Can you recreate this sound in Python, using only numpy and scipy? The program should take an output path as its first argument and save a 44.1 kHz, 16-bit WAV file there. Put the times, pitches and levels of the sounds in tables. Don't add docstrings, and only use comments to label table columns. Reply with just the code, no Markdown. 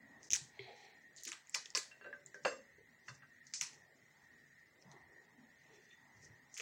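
import sys
import numpy as np
from scipy import signal
from scipy.fft import rfft, irfft
from scipy.io import wavfile
from scipy.ndimage import uniform_filter1d

SR = 44100
rng = np.random.default_rng(int(sys.argv[2]) if len(sys.argv) > 2 else 0)


def unload_audio(sound):
    columns = np.transpose(np.atleast_2d(sound))
    steps = np.round(np.clip(columns, -1, 1) * 32767)
    wavfile.write(sys.argv[1], SR, steps.astype(np.int16))


def gain_from_db(level_db):
    decades = np.asarray(level_db, float) / 20
    return 10 ** decades


N = 291833


def noise(count=N):
    return rng.standard_normal(count)


def unit(x):
    return x / np.sqrt(np.mean(x ** 2))


def band(x, hz, width):
    return signal.lfilter(*signal.iirpeak(hz, hz / width, fs=SR), x)


def walk(rate):
    hold = int(SR / rate)
    held = np.repeat(noise(N // hold + 1), hold)
    return 1.8 * uniform_filter1d(uniform_filter1d(held, hold), hold)[:N]


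def bands(modes, flicker_db=3.5):
    total = np.zeros(N)
    for hz, width, db in modes:
        flicker = gain_from_db(db + flicker_db * walk(9))
        total += flicker * unit(band(band(noise(), hz, width), hz, width))
    return unit(total)


def colour(x, points):
    hz, db = np.transpose(points)
    log_hz = np.log(np.maximum(np.arange(N // 2 + 1) * SR / N, 1))
    return irfft(rfft(x) * gain_from_db(np.interp(log_hz, np.log(hz), db)), N)


def swell(s, db, rise_s, fall_s):
    out = np.zeros(N)
    i = np.arange(max(int((s - 2 * rise_s) * SR), 0), min(int((s + 2 * fall_s) * SR), N))
    t = i / SR - s
    out[i] = gain_from_db(db - 30 * np.maximum(-t / rise_s, t / fall_s))
    return out


def swells(rows):
    return sum(swell(*row) for row in rows)


def add(out, s, x, db):
    i = int(s * SR)
    x = x[:N - i]
    out[i:i + len(x)] += x * gain_from_db(db) / np.abs(x).max()


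def house():
    # frequency in Hz, level in dB per Hz.
    hiss_points = [(18, -37), (35, -25), (146, -2), (388, -16), (814, -20.5), (1120, -15.5), (1890, -6),
                   (2890, -18), (6900, -12), (9480, -34), (13800, -32), (14900, -24.5), (15900, -24.5),
                   (16300, -47)]
    # centre in Hz, width in Hz, level in dB.
    rumble = [(85.4, 50, -6.5), (147, 37, -2.5), (240.4, 78, -0.5)]
    middle = [(390, 220, -3.5), (623, 230, -6.5), (860, 380, -3)]
    whistle = [(1872, 180, 8.5), (2026, 100, 0.5)]
    # peak in seconds, rumble in dB, middle in dB.
    stirs = [(0.2, -77, -77), (0.419, -73.5, -81.5), (2.45, -71, -85), (2.74, -99, -92),
             (3.239, -72.5, -86), (3.78, -77, -85), (4.351, -79, -95), (4.9, -80, -71.5), (5.0, -81, -102),
             (5.47, -73.5, -79), (5.729, -81, -78), (6.141, -80.5, -113), (6.269, -75, -78)]
    rise_s, fall_s = 0.5, 0.26
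    hiss = unit(colour(noise(), hiss_points)) * gain_from_db(-72 + 0.15 * walk(3))
    low = gain_from_db(-81) + swells((s, db, rise_s, fall_s) for s, db, _ in stirs)
    mid = gain_from_db(-78.5) + swells((s, db, rise_s, fall_s) for s, _, db in stirs)
    fan = bands(whistle, 2.5) * gain_from_db(-69 + 0.4 * walk(2.1))
    return hiss + low * bands(rumble) + mid * bands(middle, 3.1) + fan


def counter(blows, wide, rise_s):
    out, t = np.zeros(N), np.arange(SR // 2) / SR
    for s, db, hz, t60 in blows:
        shove = noise(len(t)) * gain_from_db(-60 * t / t60) * np.minimum(t / rise_s, 1)
        add(out, s, band(band(shove, hz, wide * hz), hz, wide * hz), db)
    return out


def thuds():
    # start in seconds, peak in dB, pitch in Hz, t60 in seconds.
    blows = [(.300, -59, 63.4, 0.12), (0.305, -51.5, 140, 0.018), (.31, -59, 352, 0.4),
             (3.225, -58, 1360, 0.13), (0.401, -56, 120, 0.11), (0.689, -52, 523, 0.14),
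             (1.258, -56, 318, 0.2), (1.548, -44, 990, 0.14), (1.769, -45, 423, 0.058),
             (2.043, -52.5, 510, 0.35), (2.451, -33.5, 538, 0.12), (2.778, -59.5, 420, 0.19),
             (3.612, -60, 139, 0.11), (4.847, -57.5, 149, 0.42), (4.922, -71, 152.6, .28),
             (4.93, -57.5, 354, 0.17), (5.698, -60.5, 390, 0.66), (6.146, -63, 109, 0.41),
             (6.279, -59, 114, 0.21), (6.59, -52, 460, 0.4), (2.455, -53, 1900, 0.31)]
    return counter(blows, wide=0.35, rise_s=0.0093)


def hums():
    # start in seconds, peak in dB, pitch in Hz, t60 in seconds.
    blows = [(1.175, -52, 4400, .16), (2.456, -34, 1500, .17), (.345, -44, 1700, .12),
             (0.54, -59, 2090, 0.92), (0.57, -60, 740, 0.25), (3.087, -53, 135, 0.43),
             (3.09, -58.5, 1206, 0.19), (2.452, -40, 498, 0.28), (3.614, -53, 1020, 0.24),
             (1.55, -55.5, 540, 0.2), (.36, -55.5, 890, 0.114)]
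    return counter(blows, wide=0.34, rise_s=0.00086)


def clear_knocks():
    # start in seconds, peak in dB, pitch in Hz, t60 in seconds.
    blows = [(2.1285, -41, 1650, 0.054), (2.3435, -49, 1660, .05), (3.082, -43, 1780, 0.025),
             (.592, -40, 2130, 0.022), (.592, -49, 3220, .03), (5.905, -65, 3500, 0.31),
             (2.518, -47, 545, .3), (.5925, -47, 395, 0.11), (.5935, -57, 125, 0.3),
             (.61, -59.5, 388, 0.61), (.675, -54, 690, 0.24), (.68, -58, 830, 0.66),
             (.70, -60.5, 480, 0.33)]
    out, t = np.zeros(N), np.arange(SR // 2) / SR
    for s, db, hz, t60 in blows:
        waver = unit(uniform_filter1d(uniform_filter1d(noise(len(t)), size=500), size=500))
        note = np.sin(2 * np.pi * np.cumsum(hz * (1 + 0.02 * waver)) / SR)
        onset = np.minimum(t * hz / 2, 1)
        add(out, s, note * gain_from_db(-60 * t / t60) * onset, db)
    return out


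def slaps():
    # start in seconds, peak in dB, contact in ms.
    hits = [
        (2.4505, -23.5, 0.44),
        (2.4531, -30, 0.26),
        (2.457, -20.5, 0.52),
        (2.467, -31, .4),
        (3.0835, -58, .35),
    ]
    out, t_ms = np.zeros(N), np.arange(900) * 1000 / SR
    for s, db, contact_ms in hits:
        push = -np.sin(np.pi * np.minimum(t_ms / contact_ms, 1)) ** 2
        add(out, s, band(push, 1400, 2500), db)
    return out


def drag():
    # peak in seconds, squeal in dB, rise in seconds, fall in seconds, body re squeal in dB.
    strokes = [
        (0.594, -58, 0.0037, 0.2, -13),
        (0.69, -61, 0.27, 0.19, -4),
        (0.851, -65, 0.34, 0.36, -1.5),
        (5.74, -74.5, .5, 0.35, -5),
    ]
    # centre in Hz, width in Hz, level in dB.
    squeal = [(2230, 600, 1.5), (3300, 500, -7), (4100, 600, -4)]
    body = [(420, 130, -2.5), (781, 210, -1)]
    squeal_gain = swells(row[:4] for row in strokes)
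    body_gain = sum(swell(*row[:4]) * gain_from_db(row[4]) for row in strokes)
    return squeal_gain * bands(squeal, 1.1) + body_gain * bands(body, 1.3)


def squeak():
    # peak in seconds, level in dB, rise in seconds, fall in seconds.
    rubs = [
        (5.76, -71.5, 0.32, 0.2),
        (5.925, -67, 0.069, 0.055),
    ]
    return swells(rubs) * bands([(2620, 590, -3.0), (3484, 80, 0.0), (4360, 520, -4)], 3.6)


def rustle():
    # peak in seconds, level in dB, rise in seconds, fall in seconds.
    touches = [(0.233, -62, 0.031, 0.4), (0.765, -69.5, 0.053, 0.36), (.85, -76, 0.22, 0.037),
               (1.171, -72, 0.029, 0.3), (1.255, -70, 0.027, 0.082), (1.5, -69, 0.0066, 0.0089),
               (1.54, -50, 0.044, 0.019), (2.348, -66.5, 0.011, 0.13), (2.437, -65, 0.043, 0.05),
               (2.466, -59.5, 0.012, .16), (3.087, -60, 0.058, 0.16), (3.473, -64.5, 0.05, 0.12),
               (3.56, -48.5, 0.029, 0.25), (3.63, -60.5, .02, 0.154), (4.82, -73, 0.05, 0.046),
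               (4.922, -64, 0.063, 0.038), (5.746, -76.5, 0.35, 0.24), (5.92, -76, 0.33, 0.11),
               (6.25, -64, 0.16, 0.089), (6.548, -61, 0.059, 0.29)]
    grains = noise() * gain_from_db(1.7 * rng.exponential(size=N) + 2.4 * walk(90))
    for hz, width in [(5000, 2600), (5800, 3000), (6300, 3200), (6600, 3600)]:
        grains = band(grains, hz, width)
    return unit(grains) * swells(touches)


def plate(hits, mode_hz, modes, clack_hz, clack_width, clack_db, rough, longest_s):
    out, t = np.zeros(N), np.arange(SR // 3) / SR
    hz = np.array(mode_hz)[:, None]
    db, t60 = np.array(modes).T[:, :, None]
    decay = gain_from_db(-60 * t / np.clip(t60, 0.02, longest_s))
    for s, peak_db, bass_db, treble_db in hits:
        level_spot, pitch_spot = rng.standard_normal((2, len(modes), 1))
        tilt_db = np.interp(hz, [800, 1100, 2200, 2600], [bass_db, 0, 0, treble_db])
        share = gain_from_db(db + 1.5 * level_spot + tilt_db)
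        ring = np.sin(2 * np.pi * hz * (1 + 0.003 * pitch_spot) * t) * decay
        chatter = 1 + rough * unit(uniform_filter1d(rng.standard_normal(ring.shape), size=300, axis=1))
        rung = (share * ring * chatter).sum(axis=0)
        rattle = noise(len(t)) * np.exp(-t * 1000 / 1.7)
        clack = band(band(rattle, clack_hz, clack_width), clack_hz, clack_width)
        onset = np.minimum(t / 0.00039, 1) ** 2
        add(out, s, (rung + gain_from_db(clack_db) * clack) * onset, peak_db)
    return out


def falling_seeds():
    # start in seconds, peak in dB, bass tilt in dB, treble tilt in dB.
    hits = [
        (1.914, -48.5, -17, 7),
        (2.012, -44.5, -7.5, -6),
        (2.044, -46.5, -33, -3.5),
        (2.060, -45, -1, -18),
        (2.071, -49, 17, 2),
        (2.128, -40.5, -32, -21),
        (2.166, -67, -16, -5),
        (2.344, -44.5, -3, -34),
        (3.081, -46.5, -11, -7),
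        (3.222, -55, -17, -11),
    ]
    heap_hz = [415, 500, 580, 665, 1200, 1380, 1555, 1660, 1900, 2690, 2730, 3870, 4400]
    # level in dB, t60 in seconds.
    heap = [(-0.5, 0.11), (3.5, 0.35), (1.5, 0.22), (-27, 0.3), (-3, 0.06), (-2, 0.049), (6.5, 0.11),
            (11.5, 0.054), (2.5, 0.056), (-7, 0.11), (4.5, 0.1), (-21, 0.3), (-8, 0.04)]
    return plate(hits, heap_hz, heap, 1760, 510, clack_db=7.5, rough=0.44, longest_s=0.28)


def falling_rind():
    # start in seconds, peak in dB, bass tilt in dB, treble tilt in dB.
    hits = [
        (1.750, -32.5, -6.5, -12),
        (1.773, -56, 13, -12),
        (2.4485, -37, -12, 5),
        (2.451, -26.5, 0, 4),
        (2.457, -24, 4.5, -3.5),
        (2.469, -32.5, -2, -3),
        (2.478, -38.5, 14, 11),
        (2.520, -39.5, 3, -20),
        (3.083, -42, -9, -0.5),
    ]
    rim_hz = [440, 538, 586, 720, 900, 1045, 1212, 1260, 1475, 1560, 1688, 1865, 2050, 2690, 2749, 3540,
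              4390, 4865, 5340, 6374, 7500, 8576, 10000]
    # level in dB, t60 in seconds.
    rim = [(-4.5, 0.11), (5.5, 0.14), (-4, 0.073), (-5, 0.05), (-29, 0.056), (5, 0.082), (1.5, 0.16),
           (-15.5, 0.09), (0, 0.1), (-2, 0.146), (1, 0.18), (-9.5, 0.071), (-1, 0.16), (2.5, 0.11),
           (5, 0.1), (-16, 0.28), (-4, 0.16), (-9, 0.22), (-15, 0.29), (-9.5, 0.38), (-12, 0.3),
           (-12.5, 0.15), (-20, 0.23)]
    return plate(hits, rim_hz, rim, 1880, 1300, clack_db=12.5, rough=0.89, longest_s=0.33)


def spits():
    # start in seconds, peak in dB.
    clicks = [(0.3058, -48.5), (0.3228, -46.5), (0.3335, -38.5), (0.3555, -40.5), (1.791, -49.5),
              (1.2355, -45), (1.2522, -45.5), (1.4958, -61), (1.5473, -44), (1.7507, -50.5), (3.6108, -52),
              (6.577, -50), (6.5982, -52.5)]
    out, t = np.zeros(N), np.arange(512) / SR
    for s, db in clicks:
        add(out, s, band(noise(512) * np.exp(-t / 0.002), 13500, 6000), db)
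    return out


def rind_knock(x, hz, width):
    return band(band(band(x, hz, width), hz, width), hz, 3.2 * width)


def cracks():
    # peak time in seconds, peak in dB, rind re peak in dB, rind in Hz.
    rip = [(0.2313, -45.5, -14.5, 2600), (0.272, -53, -15, 2608), (0.3054, -27, -9, 2693),
           (0.3135, -26.5, -11.5, 3300), (0.3178, -26.5, -14, 2498), (0.3233, -26, -8, 3704),
           (0.3335, -13, -16, 2400), (0.3352, -27, -3, 2493), (0.3384, -28.5, -2.5, 3510),
           (0.3413, -20, -18, 2600), (0.3435, -30.5, -8.5, 2800), (0.3485, -31, -7, 2400),
           (0.352, -31.5, -6, 2000), (0.3535, -31.5, -9, 3400), (0.3564, -31.5, -6.5, 2192),
           (0.3577, -29.5, -6, 3600), (0.36, -33.5, -8.5, 2400), (0.3624, -24.5, -10.5, 3200)]
    # peak time in seconds, peak in dB, bright ring in Hz, rind re peak in dB.
    ribs = [(1.5433, -41.5, 6500, 0), (1.5444, -29.5, 7200, -4), (1.547, -23.5, 5010, -0.5),
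            (1.5488, -27.5, 5500, -1.5), (1.549, -32, 6056, 2.5), (1.553, -32.5, 4900, -10),
            (1.5546, -36.5, 5130, -3), (1.7502, -21.5, 4950, -12), (1.7518, -25, 5330, -13),
            (1.7513, -30, 4800, -5), (1.7557, -24.5, 5250, -11.5), (1.756, -32, 5150, -2.5),
            (1.773, -23.5, 5990, -14), (1.7742, -27.5, 7400, -12.5), (1.7761, -28, 5570, -0.5),
            (1.7773, -41, 5320, -5), (3.5379, -28, 6190, -14), (3.538, -29, 5130, -9),
            (3.5421, -35.5, 4760, -16), (3.5475, -42, 5500, -5), (3.5551, -48, 6700, 1),
            (3.6111, -27, 6310, -10), (3.6125, -27, 6100, -8), (3.6127, -26, 5976, 0),
            (3.6172, -41, 6500, -12), (3.6283, -32.5, 5500, -11), (3.6354, -40, 6070, -9)]
    # peak time in seconds, peak in dB, bright ring in Hz, rind re peak in dB, rind in Hz.
    ticks = [(0.5935, -51.5, 3250, 9, 2190), (1.472, -51.5, 6870, -10, 2400),
             (1.4961, -43.5, 7340, -20, 2360), (1.6578, -41.5, 5400, -0.5, 3470),
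             (1.6595, -45, 6570, -4, 2700), (1.7038, -45.5, 6920, 1, 5300), (2.2622, -42, 7280, -38, 2350),
             (2.345, -51, 5880, -17, 2420), (3.0843, -52.5, 6150, 11, 1800), (3.096, -60, 5120, -7, 2400),
             (3.4692, -48, 6340, -8, 4530), (3.7328, -53, 6200, -3, 2400), (4.8246, -55, 5290, -8.5, 2370),
             (4.9158, -51.5, 6420, -3, 4000), (5.912, -62, 4150, 4, 2395), (6.2155, -67, 6040, -12, 2400),
             (6.2325, -63, 5870, -1, 2400)]
    peel = [(1.1639, -46.5, 6730, -9, 4570), (1.1706, -46.5, 6830, -12, 4500), (1.1771, -63, 6800, 4, 4350),
            (1.1805, -56, 6940, -3, 4400), (1.184, -51, 6720, 0, 4400), (1.1985, -53, 6630, -8, 4440),
            (1.2016, -52, 6370, -3, 4600), (1.2114, -52, 6600, -12, 4400), (1.2247, -49, 6420, -13, 4600),
            (1.2354, -37, 6500, -12, 4700), (1.244, -47, 6160, -8, 4600), (1.2515, -36, 6000, -6, 4100),
            (1.2539, -38, 6110, -6, 3000), (1.2543, -47, 6290, -8, 3400), (1.2699, -46, 6370, -12, 3000),
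            (1.272, -40.5, 5810, 0, 2400), (1.2753, -39, 4500, -11, 2300), (1.2757, -39, 6700, -2, 3600),
            (1.2779, -33, 6630, -6, 1960), (1.2816, -37, 5940, -15, 2000), (1.2899, -36.5, 6180, -5, 3190),
            (1.291, -47, 6640, -9, 3600), (1.2976, -48, 6210, -2, 3500), (1.3183, -35, 6590, 1.5, 2400),
            (1.3208, -44.5, 6710, 3, 1920), (1.3286, -46, 6970, 7.5, 3600), (1.331, -47.5, 6150, 5, 2310),
            (1.3336, -47.5, 5470, 6, 2800), (6.5424, -39.5, 6370, -34.5, 2400), (6.568, -43, 6330, 0, 2150),
            (6.5753, -36.5, 6490, -6, 2630), (6.578, -38, 5220, -6, 2930), (6.5793, -39, 6260, -5, 2840),
            (6.584, -42, 6240, -0.5, 1980), (6.5887, -48, 6660, -16, 2400), (6.5989, -39.5, 6275, 8, 2320),
            (6.6006, -49, 5700, 14, 2130), (6.6054, -39, 6000, 2, 2280), (6.6078, -47, 6720, -2, 2630),
            (6.6112, -44, 6400, -4, 2150)]

    # rind width as a share of its pitch, tear time in ms, level at the walls in dB.
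    rows = [(s, db, 6185, rind_db, rind_hz, 0.84, 0.17, -4) for s, db, rind_db, rind_hz in rip]
    rows += [(*row, 2380, 1, 0.17, 2) for row in ribs]
    rows += [(*row, 0.45, 0.27, -2) for row in ticks]
    rows += [(*row, 1, 0.17, 3) for row in peel]

    out, walls, t = np.zeros(N), np.zeros(N), np.arange(512) / SR
    for s, db, hz, rind_db, rind_hz, wide, tear_ms, walls_db in rows:
        tear, bend, spray = rng.standard_normal((3, 512))
        hz = hz * (1 + 0.012 * spray[-1])
        rind_width = wide * rind_hz
        shape = (t * 1000 / tear_ms) ** 2 * np.exp(-t * 1000 / tear_ms)

        ripping = (np.sin(2 * np.pi * hz * t) + 0.35 * tear) * shape
        fibres = band(band(ripping, hz, 3000), hz, 6000)
        start = s - np.abs(fibres).argmax() / SR
        add(out, start, fibres + gain_from_db(-35.5) * tear * shape, db)

        bending = (np.sin(2 * np.pi * rind_hz * t) + 0.9 * bend) * shape
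        lag_s = 0.0005
        add(out, start + lag_s, rind_knock(bending, rind_hz, rind_width), db + rind_db)

        puff = spray * np.exp(-t / 0.00025)
        add(walls, start, band(band(puff, hz, 3600), hz, 7000), db + walls_db + 2.5)
        add(walls, start, rind_knock(puff, rind_hz, rind_width), db + rind_db + walls_db - 2)
    return out, walls


def kitchen(x):
    # centre in Hz, t60 in seconds, level in dB.
    echoes = [(405, 0.32, -10), (1060, 0.25, -13), (2050, 0.31, -13.5), (3570, .3, -10), (5100, 0.28, -9),
              (6500, 0.15, -16.5), (9610, 0.12, -13.5), (15190, 0.048, 6.5)]
    t = np.arange(SR // 2) / SR
    tail = np.zeros(len(t))
    for hz, t60, db in echoes:
        tail += gain_from_db(db - 31.0 - 60 * t / t60) * unit(band(noise(len(t)), hz, 0.96 * hz))
    rise = np.clip((t - 0.001) / 0.004, 0, 1)
    return signal.fftconvolve(x, tail * rise)[:N]


def microphone(x):
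    # frequency in Hz, gain in dB.
    response = [(20, -22.5), (200, -2), (400, -2.5), (3500, 0.5), (6300, 0.5), (7400, 2), (8700, -4),
                (11500, -11), (14000, -13.5), (15500, 4.5), (16400, -27.5)]
    return colour(x, response)


def scene():
    snaps, scattered = cracks()
    rind, seeds = falling_rind(), falling_seeds()
    echoes = kitchen(scattered + gain_from_db(-6.5) * rind + gain_from_db(-2.5) * seeds)
    near = microphone(snaps + rind + seeds + echoes)
    slab = thuds() + hums() + clear_knocks() + slaps()
    hands = drag() + rustle() + squeak()
    return (near + slab + hands + house() + spits())[None]


def starve(x, low_hz, high_hz, share):
    f, _, z = signal.stft(x, SR, nperseg=2048)
    for lo in np.arange(low_hz, high_hz, 86.0):
        rows = (f >= lo) & (f < lo + 86)
        whim = gain_from_db(9 * uniform_filter1d(noise(z.shape[1]), size=2))
        need = np.sum(np.abs(z[rows]) ** 2, axis=0) * whim
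        z[rows] *= np.where(need < np.quantile(need, share), 0.12, 1)
    return signal.istft(z, SR, nperseg=2048)[1][:N]


def shut(moments):
    t = np.arange(N) / SR
    return np.prod([np.clip(np.abs(t - s) * 4000 / ms - 1.5, 0.05, 1) for s, ms in moments], axis=0)


def gaps(x):
    # centre in seconds, length in ms.
    bass_gaps = [
        (.317, 8.9),
        (.342, 4.6),
        (1.2435, 13),
        (1.477, 3.5),
        (1.642, 11),
    ]
    treble_gaps = [(.3095, 4), (.327, 3), (.341, 6.4), (1.222, 5), (1.246, 6), (1.261, 4), (1.53, 14),
                   (1.64, 12), (1.757, 6.1), (3.562, 29), (6.552, 6)]
    full_gaps = [
        (.295, 9),
        (1.219, 1.3),
        (1.733, 4.9),
        (2.248, 3.9),
        (3.521, 3.9),
        (6.536, 0.69),
    ]
    bass = signal.sosfiltfilt(signal.butter(4, 1250, fs=SR, output="sos"), x)
    top = signal.sosfiltfilt(signal.butter(6, 9000, "high", fs=SR, output="sos"), x)
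    x = x - bass * (1 - shut(bass_gaps)) - top * (1 - shut(treble_gaps))
    return x * shut(full_gaps)


def roll_off(x):
    return signal.sosfilt(signal.butter(12, 16200, fs=SR, output="sos"), x)


def record(dry):
    x = starve(dry[0], 4300, 7900, share=0.55)
    x = starve(x, 2300, 4300, share=0.3)
    x = starve(x, 950, 1700, share=0.2)
    mix = gaps(x)[None]
    return roll_off(mix)


dry = scene()
out = record(dry)
unload_audio(out)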